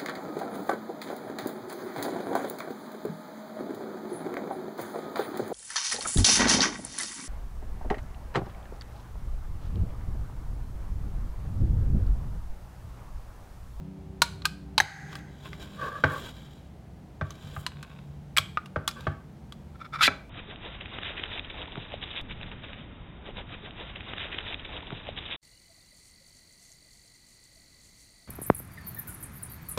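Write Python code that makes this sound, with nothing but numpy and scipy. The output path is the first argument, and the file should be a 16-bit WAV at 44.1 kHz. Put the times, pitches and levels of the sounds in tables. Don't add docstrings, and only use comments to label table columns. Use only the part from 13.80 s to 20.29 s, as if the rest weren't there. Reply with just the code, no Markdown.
import sys
import numpy as np
from scipy import signal
from scipy.fft import rfft, irfft
from scipy.io import wavfile

SR = 44100
rng = np.random.default_rng(int(sys.argv[2]) if len(sys.argv) > 2 else 0)


def wrap_up_sound(samples):
    columns = np.atleast_2d(samples).T
    tamed = np.clip(columns, -1, 1)
    steps = np.round(tamed * 32767).astype(np.int16)
    wavfile.write(sys.argv[1], SR, steps)


N = 286419
TIME = np.arange(N) / SR
HIT = TIME[:SR // 3]

# [multiple of its turning rate, level/dB]
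ENGINE_ORDERS = [(1, -4), (1.5, -8.5), (2.5, -3.5), (3, -5.5), (4.5, -11), (6, -14.5)]
# [t/s, level/dB]
BOOM_LEVELS = [(0, -63.5), (1.4, -51), (3.3, -58), (4.2, -45.5), (5.8, -55)]
# [f/Hz, level per Hz/dB]
AIR_COLOUR = [(22, -35), (64, -5), (111, -13.5), (145, -8.5), (405, -26), (800, -27.5), (1100, -35.5),
              (3720, -46.5), (16000, -59)]
ENGINE_HZ, ENGINE_RISE_HZ_PER_S = 62.6, 2.3
ENGINE_NEAR_DB, ENGINE_FAR_DB, ENGINE_FADE_S = -43, -55, 1.96
BOOM_HZ, BOOM_SPREAD_HZ = 143.4, 4.2
AIR_DB = -47.5
DIP_S, DIP_LENGTH_S, DIP_DB = 1.0, 0.26, -9

# [t/s, level/dB, lid tension (factor on its low modes), lower favoured mode f/Hz,
# its level/dB, upper favoured mode f/Hz, its level/dB, treble edge f/Hz, rebound level/dB]
SNAP_EVENTS = [(.4190, -14.5, 1.0, 1440, -4.5, 4120, -8.5, 12300, -9),
               (.6539, -20, 1.3, 1574, -0.5, 4167, -7, 13890, -17.5),
               (.9795, -16, .93, 2628, -11, 3910, -5, 9000, -10),
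               (1.0017, -21.5, .78, 2070, 3, 6230, -8, 14980, -10),
               (3.8646, -28.5, 1.06, 2955, -1.5, 4087, -6.5, 10000, -19),
               (4.5666, -25.5, 1.2, 2264, 4, 2922, -2.5, 14090, -6),
               (4.5726, -21, 1.3, 2410, -8, 7880, -6.5, 15040, -12),
               (4.582, -16.5, 1.18, 2314, -2.5, 3243, 3.5, 15000, -10.5),
               (4.7722, -22.5, 1.5, 1236, 6.5, 2323, -14, 1707, -28.5),
               (5.0773, -24, 1.21, 3400, -5, 7000, -9, 14100, -11),
               (5.0873, -35, 1.2, 4375, 0, 5270, -2.5, 14060, -7),
               (6.2779, -18.5, 1.72, 2320, 4.5, 6360, -16.5, 2200, -15)]
# [t/s, level/dB, favoured mode f/Hz, treble edge f/Hz]
TAP_EVENTS = [(.620, -46, 4200, 6070), (.648, -39, 1404, 1767), (1.329, -43, 1535, 5970),
              (1.354, -39, 1606, 12000), (1.731, -41.5, 2082, 3500), (3.506, -43.5, 6270, 16100),
              (4.028, -42.5, 1544, 11900), (4.859, -47, 2750, 12200), (5.111, -44, 5046, 12000),
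              (5.207, -49, 3796, 14000), (5.723, -43.5, 3370, 10970)]
# [f/Hz, level/dB, time to fall 60 dB t/s]
LID_MODES = [(950.4, 5.5, 0.043), (1390, 4.5, 0.013), (2330, 2, 0.014), (2980, -5, 0.015),
             (3306, 0.5, 0.028), (3858, -1, 0.031), (4160, -8.5, 0.038), (4900, -2, 0.012),
             (7700, -13.5, 0.016)]
# [f/Hz, level per Hz/dB]
CLASH_COLOUR = [(100, -14), (550, -10), (1200, 2), (1900, -2), (4700, -1), (6500, -7.5), (10000, -9.5),
                (16000, -14)]
REBOUND_S, REBOUND_TENSION = .0032, 1.2
TAP_TENSION, TAP_MODE_DB = 1.22, -1.5
FAVOURED_CYCLES = 55
AFTER_DB, AFTER_T60_S = -25, .3
TICK_DB, TICK_S = -12, 0.00038

# [f/Hz, width of each of two filter passes f/Hz, level/dB]
TWANG_BANDS = [(796, 70, -2), (1657, 380, 2), (1898, 260, -2), (3930, 3200, -10), (6220, 660, -13)]

# [t/s, can level/dB, treble edge f/Hz, table level before doubling/dB]
KNOCK_EVENTS = [(1.003, -38.5, 594, -43), (2.2382, -15, 1730, -27), (3.412, -29, 1760, -30.5),
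                (3.633, -65, 602, -41.5), (3.764, -36, 1780, -37), (4.588, -38, 1500, -37.5),
                (4.960, -25, 1390, -33.5), (5.2684, -25, 1520, -29.5), (6.277, -24, 1190, -42)]
# [f/Hz, level/dB, time to fall 60 dB t/s]
CAN_MODES = [(280, -14, 0.26), (393.8, -15, 0.21), (536, -0.5, 0.047), (637, -0.5, 0.085), (822, -5, 0.09),
             (1119, 5, 0.052), (1190, 11.5, 0.023), (1559, 10, 0.036)]
# [f/Hz, level/dB, time to fall 60 dB t/s]
TABLE_MODES = [(73.7, -4, 0.16), (96.7, -2, 0.24), (145, -2.5, 0.26)]

# [start t/s, length t/s, skin hiss level/dB, tin ringing level/dB]
RUB_MOVES = [(1.265, .17, -54, -55), (1.625, 0.069, -59.5, -45.5), (1.42, 1.27, -51, -58),
             (2.164, 0.41, -50, -63), (2.44, 0.076, -47.5, -54), (2.42, .52, -58.5, -75),
             (3.417, 0.51, -53.5, -65), (3.536, 0.95, -65.5, -58), (5.08, 0.28, -57, -53.5)]
# [start t/s, length t/s, level/dB]
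SCUFF_MOVES = [(1.32, .08, -62), (1.65, .035, -62), (2.27, 0.17, -56), (3.73, 0.12, -56.5)]
# [start t/s, length t/s, level/dB]
SLIDE_MOVES = [(1.945, 0.26, -32), (2.09, 0.2, -43), (2.26, 0.2, -33.5), (5.135, 0.14, -44.5)]
# [f/Hz, level per Hz/dB]
SKIN_COLOUR = [(300, 11), (1100, 2), (3700, 0.5), (8000, -12.5), (11000, -13.5), (16000, -17)]
# [f/Hz, level/dB]
SKIN_BANDS = [(3350, -1), (3850, 2.5), (5400, -3.5), (6990, -14)]
# [f/Hz, level/dB, time to fall 60 dB t/s]
WALL_MODES = [(1063, 4.5, 0.055), (1520, 6.5, 0.025), (2570, 11, 0.009), (3700, 1, 0.022)]
# [f/Hz, level per Hz/dB]
WOOD_COLOUR = [(250, -12), (520, 0), (850, -26), (3300, -18.5), (8000, -36.5)]
# [f/Hz, width f/Hz, level/dB]
BASE_BANDS = [(565, 170, -8), (1152, 110, 1.5), (1597, 170, -2)]
SCUFFS_PER_S, CATCHES_PER_S = 600, 350

# [start t/s, length t/s, level/dB]
CREAK_PULLS = [(5.942, 0.028, -54), (5.988, 0.059, -45.5), (6.042, 0.031, -42), (6.122, 0.063, -32.5),
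               (6.176, 0.064, -34), (6.206, 0.035, -23)]
# [f/Hz, level/dB, time to fall 60 dB t/s]
SEAM_MODES = [(1314, 5, 0.027), (2310, -5.5, 0.022), (3520, -12.5, .026), (5350, -18.5, 0.022)]
# [f/Hz, level/dB, time to fall 60 dB t/s]
SPRING_MODES = [(271.5, -0.5, 0.064), (1323, 10.5, 0.032)]
SPRING_S, SPRING_DB = 6.279, -21.5
SLIPS_PER_S, FRACTURES_PER_S = 240, 2400
CRACKLE_DB = -15.5
RIP_S, RIP_LENGTH_S, RIP_RISE_S, RIP_STOP_S = 6.198, 0.080, 0.035, 0.0029
RIP_DB, RIP_FADE_DB_PER_S = -16, 170
FLAP_HZ, FLAP_RISE_HZ_PER_S, FLAP_WIDTH_HZ, FLAP_DB = 1140, 12500, 690, -7.5

EDGE_HZ = 16250


def amp(db):
    return 10 ** (np.asarray(db) / 20)


def evened(x):
    return x / np.sqrt(np.mean(x ** 2) + 1e-20)


def blow(x):
    return x / np.sqrt(np.sum(x ** 2) / (SR / 100) + 1e-20)


def held(rows):
    rows = np.array(rows)
    return amp(np.interp(TIME, rows[:, 0], rows[:, -1]))


def add(mix, s, sound):
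    part = mix[round(s * SR):][:len(sound)]
    part += sound[:len(part)]


def noise(colour, size):
    hz, db = np.transpose(colour)
    bins_hz = np.fft.rfftfreq(size, 1 / SR)
    gain = amp(np.interp(np.log(bins_hz + 1), np.log(hz), db))
    return evened(irfft(rfft(rng.standard_normal(size)) * gain, size))


def wander(hz):
    slowness = np.exp(-(np.fft.rfftfreq(N, 1 / SR) / hz) ** 2)
    return evened(irfft(rfft(rng.standard_normal(N)) * slowness, N))


def grains(per_s):
    return (rng.random(N) < per_s / SR) * rng.standard_normal(N)


def dull(x, edge_hz):
    return signal.sosfilt(signal.butter(2, min(edge_hz, SR / 2.1), fs=SR, output="sos"), x)


def without_bass(x, edge_hz):
    return signal.sosfilt(signal.butter(2, edge_hz, "high", fs=SR, output="sos"), x)


def resonate(x, hz, q):
    return signal.lfilter(*signal.iirpeak(hz, q, fs=SR), x)


def glide(x, hz, width_hz):
    turn = np.exp(2j * np.pi * np.cumsum(hz) / SR)
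    r = np.exp(-np.pi * width_hz / SR)
    smooth = signal.lfilter([1], [1, -2 * r, r * r], x / turn + 1e-18)
    return evened((turn * smooth).real)


def ring(modes, tension=1):
    lowest = modes[0][0]
    total = 0
    for k, (hz, db, t60) in enumerate(modes):
        bent_hz = hz * tension ** ((lowest / hz) ** 2)
        total = total + (-1) ** k * amp(db - 60 * HIT / t60) * np.sin(2 * np.pi * bent_hz * HIT)
    return total


def tail(x, db, t60, edge_hz):
    t = TIME[:SR]
    taps = signal.lfilter(*signal.butter(1, min(edge_hz, SR / 2.1), fs=SR), rng.standard_normal(SR))
    fade = np.exp(-np.log(1000) * t / t60)
    wet = signal.fftconvolve(x, taps * fade * (1 - np.exp(-t / 0.0023)))
    return np.pad(x, (0, SR - 1)) + amp(db) * wet * np.linalg.norm(x) / np.linalg.norm(wet)


def arch(start, length, skew, power):
    return np.abs(np.sin(np.pi * np.clip((TIME - start) / length, 0, 1) ** skew)) ** power


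def strokes(rows, skew, power, column=2):
    return sum(amp(row[column]) * arch(row[0], row[1], skew, power) for row in rows)


def traffic():
    pitch_hz = (ENGINE_HZ + ENGINE_RISE_HZ_PER_S * TIME) * (1 + 0.00807 * wander(6))
    turns = np.cumsum(pitch_hz) / SR
    engine = 0
    for multiple, db in ENGINE_ORDERS:
        uneven = amp(db + 3.8 * wander(6.2))
        engine = engine + uneven * np.sin(2 * np.pi * (multiple * turns + rng.random()))
    nearness = np.exp(-(TIME / ENGINE_FADE_S) ** 2)
    engine_db = ENGINE_FAR_DB + (ENGINE_NEAR_DB - ENGINE_FAR_DB) * nearness
    drone = amp(engine_db) * evened(engine) + amp(AIR_DB) * noise(AIR_COLOUR, N)
    dip = amp(DIP_DB * arch(DIP_S, DIP_LENGTH_S, skew=.6, power=1))
    angle = 2 * np.pi * BOOM_HZ * TIME
    boom = wander(BOOM_SPREAD_HZ) * np.cos(angle) + wander(BOOM_SPREAD_HZ) * np.sin(angle)
    return held(BOOM_LEVELS) * evened(boom) + dip * drone


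def lid(tension, clash_db, clash_s):
    fade = np.exp(-HIT / clash_s) + amp(-13.0) * np.exp(-HIT / 0.011)
    clash = noise(CLASH_COLOUR, len(HIT)) * fade
    return blow(ring(LID_MODES, tension)) + amp(clash_db) * blow(clash)


def strike(db, tension, favoured, edge_hz):
    tick = np.diff(rng.standard_normal(len(HIT)), prepend=0) * np.exp(-HIT / TICK_S)
    after = ring([(hz, 0, AFTER_T60_S) for hz, _, _ in LID_MODES], tension)
    clatter = lid(tension, clash_db=0.5, clash_s=0.0024)
    clatter = clatter + amp(TICK_DB) * blow(tick) + amp(AFTER_DB) * blow(after)
    hit = blow(dull(clatter, edge_hz))
    for hz, mode_db in favoured:
        hit = hit + amp(mode_db) * blow(ring([(hz, 0, FAVOURED_CYCLES / hz)]))
    onset = 1 - np.exp(-HIT / 0.00022)
    return amp(db) * blow(hit * onset)


def snaps():
    out = np.zeros(N)
    for s, db, tension, low_hz, low_db, high_hz, high_db, edge_hz, rebound_db in SNAP_EVENTS:
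        favoured = [(low_hz, low_db), (high_hz, high_db)]
        add(out, s, strike(db, tension, favoured, edge_hz))
        add(out, s + REBOUND_S, strike(db + rebound_db, tension * REBOUND_TENSION, [], edge_hz))
    for s, db, hz, edge_hz in TAP_EVENTS:
        add(out, s, strike(db, TAP_TENSION, [(hz, TAP_MODE_DB)], edge_hz))
    return tail(out, db=-17.5, t60=0.43, edge_hz=10000)[:N]


def twang(s, db, after_db, t60, damp_s, damp_db_per_s):
    hiss = rng.standard_normal(N)
    bands = amp(-16.0) * noise(CLASH_COLOUR, N)
    for hz, width, band_db in TWANG_BANDS:
        once = resonate(hiss, hz, hz / width)
        bands = bands + amp(band_db) * evened(resonate(once, hz, hz / width))
    age = np.maximum(TIME - s, 0)
    out = amp(after_db) * evened(bands) * np.exp(-np.log(1000) * age / t60) * (TIME > s)
    out = out * amp(-damp_db_per_s * np.maximum(TIME - damp_s, 0))
    loud = ring([(hz, band_db, .02) for hz, _, band_db in TWANG_BANDS])
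    add(out, s, amp(db) * blow(loud * (1 - np.exp(-HIT / 0.0015))))
    return out


def knocks():
    out = np.zeros(N)
    grit_colour = [(100, -11.5), (500, 1.5), (2000, -1.5), (12000, -17.5)]  # [f/Hz, level per Hz/dB]
    for s, db, edge_hz, table_db in KNOCK_EVENTS:
        can = np.zeros(len(HIT))
        for delay, share in [(0, .8), (.003, .55)]:
            grit = noise(grit_colour, len(HIT)) * np.exp(-HIT / 0.0057)
            add(can, delay, share * amp(0.5) * blow(grit))
        body = blow(ring(CAN_MODES) * (1 - np.exp(-HIT / 0.00043)))
        can = dull(can + body, edge_hz)
        add(out, s, tail(amp(db) * blow(can), db=-8.5, t60=0.4, edge_hz=5200))
        thud = blow(ring(TABLE_MODES) * (1 - np.exp(-HIT / 0.0019)))
        add(out, s + 0.005, amp(table_db) * 2 * thud)
    return out


def rubbing():
    dense_modes = rng.standard_normal(len(HIT)) * np.exp(-HIT / .004)
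    hiss = noise(SKIN_COLOUR, N) * amp(2.7 * wander(120) + 2.0 * wander(11))
    bands = sum(amp(db) * evened(resonate(hiss, hz, q=50)) for hz, db in SKIN_BANDS)
    through_wall = evened(signal.fftconvolve(hiss, dense_modes)[:N])
    skin = evened(through_wall + amp(-10.5) * evened(bands))

    catches = grains(CATCHES_PER_S) * amp(2.3 * wander(40))
    tin_modes = blow(ring(WALL_MODES)) + .5 * blow(ring(LID_MODES))
    tin = evened(signal.fftconvolve(catches, tin_modes)[:N])
    scuff = evened(signal.fftconvolve(grains(SCUFFS_PER_S), dense_modes)[:N])

    return (strokes(RUB_MOVES, skew=1.0, power=0.96) * skin
            + strokes(RUB_MOVES, skew=1.1, power=2.4, column=3) * tin
            + strokes(SCUFF_MOVES, skew=0.86, power=1) * scuff)


def sliding():
    grain = rng.standard_normal(N) * amp(2.6 * wander(180))
    shift = 1 + 0.02 * wander(9.6)
    base = evened(sum(amp(db) * glide(grain, hz * shift, width) for hz, width, db in BASE_BANDS))
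    scrape = base + amp(-11.5) * noise(WOOD_COLOUR, N)
    judder = amp(0.86 * wander(70))
    return strokes(SLIDE_MOVES, skew=0.77, power=3.6) * evened(scrape * judder)


def creaking():
    slip_count = np.floor(np.cumsum(SLIPS_PER_S * np.exp(.6 * wander(200))) / SR)
    slips = np.diff(slip_count, prepend=0) * amp(2.8 * wander(204))
    return evened(without_bass(signal.fftconvolve(slips, ring(SEAM_MODES))[:N], 1000))


def ripping(age):
    rip = 0
    for tension in (1.4, 1.7, 2.1):
        one_blow = lid(tension, clash_db=-0.5, clash_s=0.0011)
        rip = rip + signal.fftconvolve(grains(FRACTURES_PER_S), one_blow)[:N]
    rip = (rip + 2.1 * resonate(rip, 3350, q=1.7)) * amp(1.4 * wander(300))
    rip = without_bass(rip, 1900)
    flap = glide(grains(FRACTURES_PER_S), FLAP_HZ + FLAP_RISE_HZ_PER_S * age, FLAP_WIDTH_HZ)
    return evened(dull(evened(rip) + amp(FLAP_DB) * flap, 13400))


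def tear():
    age = np.clip(TIME - RIP_S, 0, RIP_LENGTH_S)
    rise_and_stop = np.minimum(age / RIP_RISE_S, 1) ** 3 * np.minimum((RIP_LENGTH_S - age) / RIP_STOP_S, 1)
    strain = amp(RIP_DB - RIP_FADE_DB_PER_S * np.maximum(age - RIP_RISE_S, 0))
    pull = strokes(CREAK_PULLS, skew=0.89, power=1.57)
    rip_gain = rise_and_stop * strain + amp(CRACKLE_DB) * pull
    seam = pull * creaking() + rip_gain * ripping(age)
    spring = blow(ring(SPRING_MODES) * (1 - np.exp(-HIT / 0.0013)))
    add(seam, SPRING_S, amp(SPRING_DB) * spring)
    return tail(seam, db=-18.5, t60=0.34, edge_hz=6400)[:N]


def scene():
    mix = traffic() + snaps()
    mix = mix + twang(s=1.0012, db=-15.5, after_db=-43.5, t60=3.2, damp_s=1.385, damp_db_per_s=53)
    mix = mix + knocks() + rubbing() + sliding() + tear()
    return mix[None]


def record(dry):
    ceiling = .7
    rounded = dry / (1 + (dry / ceiling) ** 4) ** .25
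    band_limit = signal.firwin(511, EDGE_HZ, window=("kaiser", 9), fs=SR)
    return signal.oaconvolve(rounded, band_limit[None], "same")


dry = scene()
out = record(dry)
wrap_up_sound(out)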